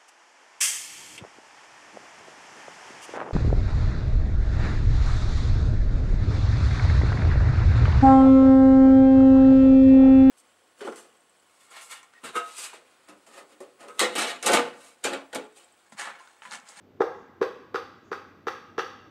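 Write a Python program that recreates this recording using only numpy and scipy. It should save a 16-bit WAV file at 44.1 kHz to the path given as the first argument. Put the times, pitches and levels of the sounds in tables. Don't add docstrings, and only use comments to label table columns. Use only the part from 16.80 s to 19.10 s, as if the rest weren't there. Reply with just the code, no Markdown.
import sys
import numpy as np
from scipy import signal
from scipy.io import wavfile

SR = 44100
rng = np.random.default_rng(int(sys.argv[2]) if len(sys.argv) > 2 else 0)


def digitize_waveform(pressure):
    field = np.atleast_2d(pressure).T
    bounded = np.clip(field, -1, 1)
    quanta = np.round(bounded * 32767).astype(np.int16)
    wavfile.write(sys.argv[1], SR, quanta)


def gain_from_db(level_db):
    decades = np.asarray(level_db, float) / 20
    return 10 ** decades


N = 101430

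# start_s, counter_db, edge_db, crack_db
CHOPS = [
    (0.2046, 1.5, -8.5, -5.5),
    (0.6140, 0, -3, -3),
    (0.9436, -9, -3.5, -3),
    (1.3157, -13, -7, -6),
    (1.6688, -11, -3, -1.5),
    (1.9801, -8.5, -1, 0),
]
CHOP_PLACE = [0.28, 0.37, 0.68, 0.2, 0.84, 0.95]
# pitch_hz, t60_s (time to fade by 60 dB)
GLASS_NOTES = [(805, 0.013), (1100, 0.012), (1280, 0.012), (1450, 0.018), (1620, 0.013), (1920, 0.0083)]
# note1_db, note2_db, note3_db, note4_db, note5_db
GLASS_STRIKES = [(-20, -31, -25.5, -46, -31), (-31.5, -26, -34, -40, -33), (-31.5, -32, -28.5, -36, -34),
                 (-35.5, -33, -31.5, -40.5, -36), (-29.5, -34, -25.5, -46, -32),
                 (-28, -33.5, -25, -46, -29.5)]
# pitch_hz, level_db, t60_s
EDGE_NOTES = [(2360, 10, 0.003), (2730, -1, 0.014), (3510, 6.5, 0.003), (4050, -9.5, 0.013),
              (4533, -3, .012), (5160, -6, 0.0072), (5485, 1.5, 0.0044), (6200, -11, .006)]
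# pitch_hz, gain (signed), t60_s
COUNTER_NOTES = [(328.2, 0.044, 0.083), (384.6, 0.62, 0.086), (403, -0.028, 0.02), (470.3, -0.62, 0.093),
                 (523.2, 0.14, 0.3), (593, 0.17, 0.043), (193, 0.021, 0.097)]
# start_s, length_s, level_db
SLIPS = [
    (0.0, 0.084, -94),
    (.3, 0.2, -79.5),
    (1.224, 0.12, -75),
]
ECHO_DELAYS = [.0030, .0060, .0095, .0128, .0150, .0190, .024]
ECHO_TREBLE = [.5, .5, .45, 1.7, 1.0, .55, .5]
ECHO_BASS = [.1, .2, .15, .4, .15, .25, .2]
# pitch_hz, t60_s, level_db
KITCHEN_TAIL = [(202, .35, -27), (450, 0.61, -5.5), (653, 0.48, -0.5), (907, 0.97, 1.5), (1600, 0.98, 1.5),
                (2550, 0.98, 12), (5570, 0.86, 12), (12000, 0.61, 17)]
# pitch_hz, level_db, t60_s
STANDING_WAVES = [(333.4, -25, 0.31), (370.8, -54, 0.12), (461.4, -29, 0.12), (494, -36.5, 0.53)]
# pitch_hz, level_db (per Hz)
MURMUR = [(40, -36.5), (95, -6), (300, 3.5), (720, -12), (2500, -24), (6500, -36), (9000, -54),
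          (14500, -37.5)]

CRACK_DB, EDGE_DB, COUNTER_DB = -24, -38, -10.5
TOP_NOTE_DB = -10
EDGE_LUCK_DB = 2
GRIT_S, GRIT_DB = 0.011, -21 - 32.5
PUSH_LEAD_S, PUSH_DB = 0.008, -23.5
BOOM_LEAD_S, BOOM_LAG_S = 0.001142, 0.00187
BOOM_LOW_HZ = 168
SLIP_HZ, SLIP_WIDTH_HZ = 6460, 990
SPLIT_HZ = 2200
TAIL_DB, BASS_RISE_S, TREBLE_RISE_S = -39, 0.025, 0.0074
EARLY_DB, EARLY_T60_S = 6, 0.27
STANDING_DB = -27.5
MURMUR_DB = -56.5
HUM_HZ, HUM_WIDTH_HZ, HUM_DB = 98, 13.6, -66
MIC_LOW_HZ, MIC_CUT_HZ = 90, 6350
MIC_TOP_HZ, MIC_TOP_DB = 8550, -17.5


def rms_one(x):
    return x / np.sqrt(np.mean(x ** 2) + 1e-20)


def at_hz(points, hz, column=1):
    p = np.array(points)
    return np.interp(np.log(hz), np.log(p[:, 0]), p[:, column])


def butter(x, hz, kind, order=2):
    return signal.sosfilt(signal.butter(order, hz, kind, fs=SR, output="sos"), x)


def ring(hits, hz, t60):
    shrink = gain_from_db(-60 / (t60 * SR))
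    turn = 2 * np.pi * hz / SR
    return signal.lfilter([0, np.sin(turn)], [1, -2 * shrink * np.cos(turn), shrink ** 2], hits + 1e-18)


def swell(hits, hz, t60):
    twice = ring(ring(hits, hz, t60), hz, t60)
    return twice * 2 * np.e * np.log(1000) / (t60 * SR)


def clicks(seconds, db):
    out = np.zeros(N)
    place = (np.asarray(seconds) * SR).astype(int)
    out[np.clip(place, 0, N - 1)] = gain_from_db(db)
    return out


def bands():
    edges = 30 * 2 ** np.arange(0, 9.3, 1 / 3)
    return zip(edges, edges[1:])


def knife_knocks():
    start_s, _, edge_db, crack_db = np.transpose(CHOPS)
    luck_db = EDGE_LUCK_DB * rng.standard_normal((len(start_s), len(EDGE_NOTES)))
    top_note_db = np.array(GLASS_STRIKES)[:, -1] + TOP_NOTE_DB
    strike_db = np.column_stack([GLASS_STRIKES, top_note_db])
    out = butter(clicks(start_s, CRACK_DB + crack_db), 3800, "high")
    for k, (hz, t60) in enumerate(GLASS_NOTES):
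        out += (-1) ** k * swell(clicks(start_s, strike_db[:, k]), hz, t60)
    for k, (hz, db, t60) in enumerate(EDGE_NOTES):
        hits = clicks(start_s, EDGE_DB + edge_db + db + luck_db[:, k])
        out += (-1) ** k * ring(hits, hz, t60)
    return out


def crust_grit():
    start_s, _, edge_db, _ = np.transpose(CHOPS)
    hits = clicks(start_s, GRIT_DB + edge_db)
    fade = signal.lfilter([1], [1, -np.exp(-1 / (GRIT_S * SR))], hits)
    return butter(fade * rng.standard_normal(N), 2200, "high")


def counter_boom():
    start_s, counter_db = np.transpose(CHOPS)[:2]
    boom_s = start_s - BOOM_LEAD_S + BOOM_LAG_S * np.array(CHOP_PLACE)
    push = clicks(start_s - PUSH_LEAD_S, counter_db + PUSH_DB)
    drive = clicks(boom_s, counter_db) + push
    notes = sum(gain * ring(drive, hz, t60) for hz, gain, t60 in COUNTER_NOTES)
    return butter(gain_from_db(COUNTER_DB) * notes, BOOM_LOW_HZ, "high")


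def blade_slips():
    t = np.arange(N) / SR
    stroke = 0
    for start_s, length_s, db in SLIPS:
        stroke = stroke + gain_from_db(db) * np.sin(np.pi * np.clip((t - start_s) / length_s, 0, 1))
    edges = [SLIP_HZ - SLIP_WIDTH_HZ / 2, SLIP_HZ + SLIP_WIDTH_HZ / 2]
    return stroke * rms_one(butter(rng.standard_normal(N), edges, "band"))


def first_echoes(x):
    low = butter(x, SPLIT_HZ, "low")
    high = x - low
    out = x.copy()
    for delay_s, bass, treble in zip(ECHO_DELAYS, ECHO_BASS, ECHO_TREBLE):
        n = int(delay_s * SR)
        out[n:] += (bass * low + treble * high)[:N - n]
    return out


def kitchen_ring(x):
    t = np.arange(SR) / SR
    white = rng.standard_normal((2, len(CHOPS), SR))
    tails = 0
    for k, (lo, hi) in enumerate(bands()):
        hz = np.sqrt(lo * hi)
        fade = gain_from_db(-60 * t / at_hz(KITCHEN_TAIL, hz)) + gain_from_db(EARLY_DB - 60 * t / EARLY_T60_S)
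        rise_s = BASS_RISE_S if hz < SPLIT_HZ else TREBLE_RISE_S
        rise = np.clip(t / rise_s, 0, 1) ** 2
        level = gain_from_db(TAIL_DB + at_hz(KITCHEN_TAIL, hz, column=2))
        tails = tails + level * rise * fade * butter(white[k % 2], [lo, hi], "band")
    out = sum(gain_from_db(db + STANDING_DB) * ring(x, hz, t60) for hz, db, t60 in STANDING_WAVES)
    starts = [int((chop[0] - 2 * PUSH_LEAD_S) * SR) for chop in CHOPS[1:]]
    cuts = [0] + starts + [N]
    for tail, a, b in zip(tails, cuts, cuts[1:]):
        rung = signal.fftconvolve(x[a:b], tail)
        out[a:] += np.pad(rung, (0, N))[:N - a]
    return out


def room_tone():
    white = rng.standard_normal((3, N))
    murmur = 0
    for k, (lo, hi) in enumerate(bands()):
        level = gain_from_db(at_hz(MURMUR, np.sqrt(lo * hi)))
        murmur = murmur + level * butter(white[k % 2], [lo, hi], "band")
    hum = rms_one(ring(white[2], HUM_HZ, 4.4 / HUM_WIDTH_HZ))
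    return gain_from_db(MURMUR_DB) * rms_one(murmur) + gain_from_db(HUM_DB) * hum


def scene():
    boom, knock = counter_boom(), knife_knocks()
    wet = boom + first_echoes(knock + crust_grit()) + kitchen_ring(boom + knock)
    top = gain_from_db(MIC_TOP_DB) * butter(wet, MIC_TOP_HZ, "high")
    heard = butter(wet, MIC_CUT_HZ, "low", order=5) + top
    chops = butter(heard, MIC_LOW_HZ, "high", order=4)
    background = butter(room_tone(), 35, "high", order=4)
    return (chops + background + blade_slips())[None]


def band_limit(x):
    return signal.sosfilt(signal.butter(12, 16360, fs=SR, output="sos"), x)


def record(dry):
    top_cut = signal.cheby2(12, 60, 16800, fs=SR, output="sos")
    return band_limit(signal.sosfilt(top_cut, dry))


dry = scene()
out = record(dry)
digitize_waveform(out)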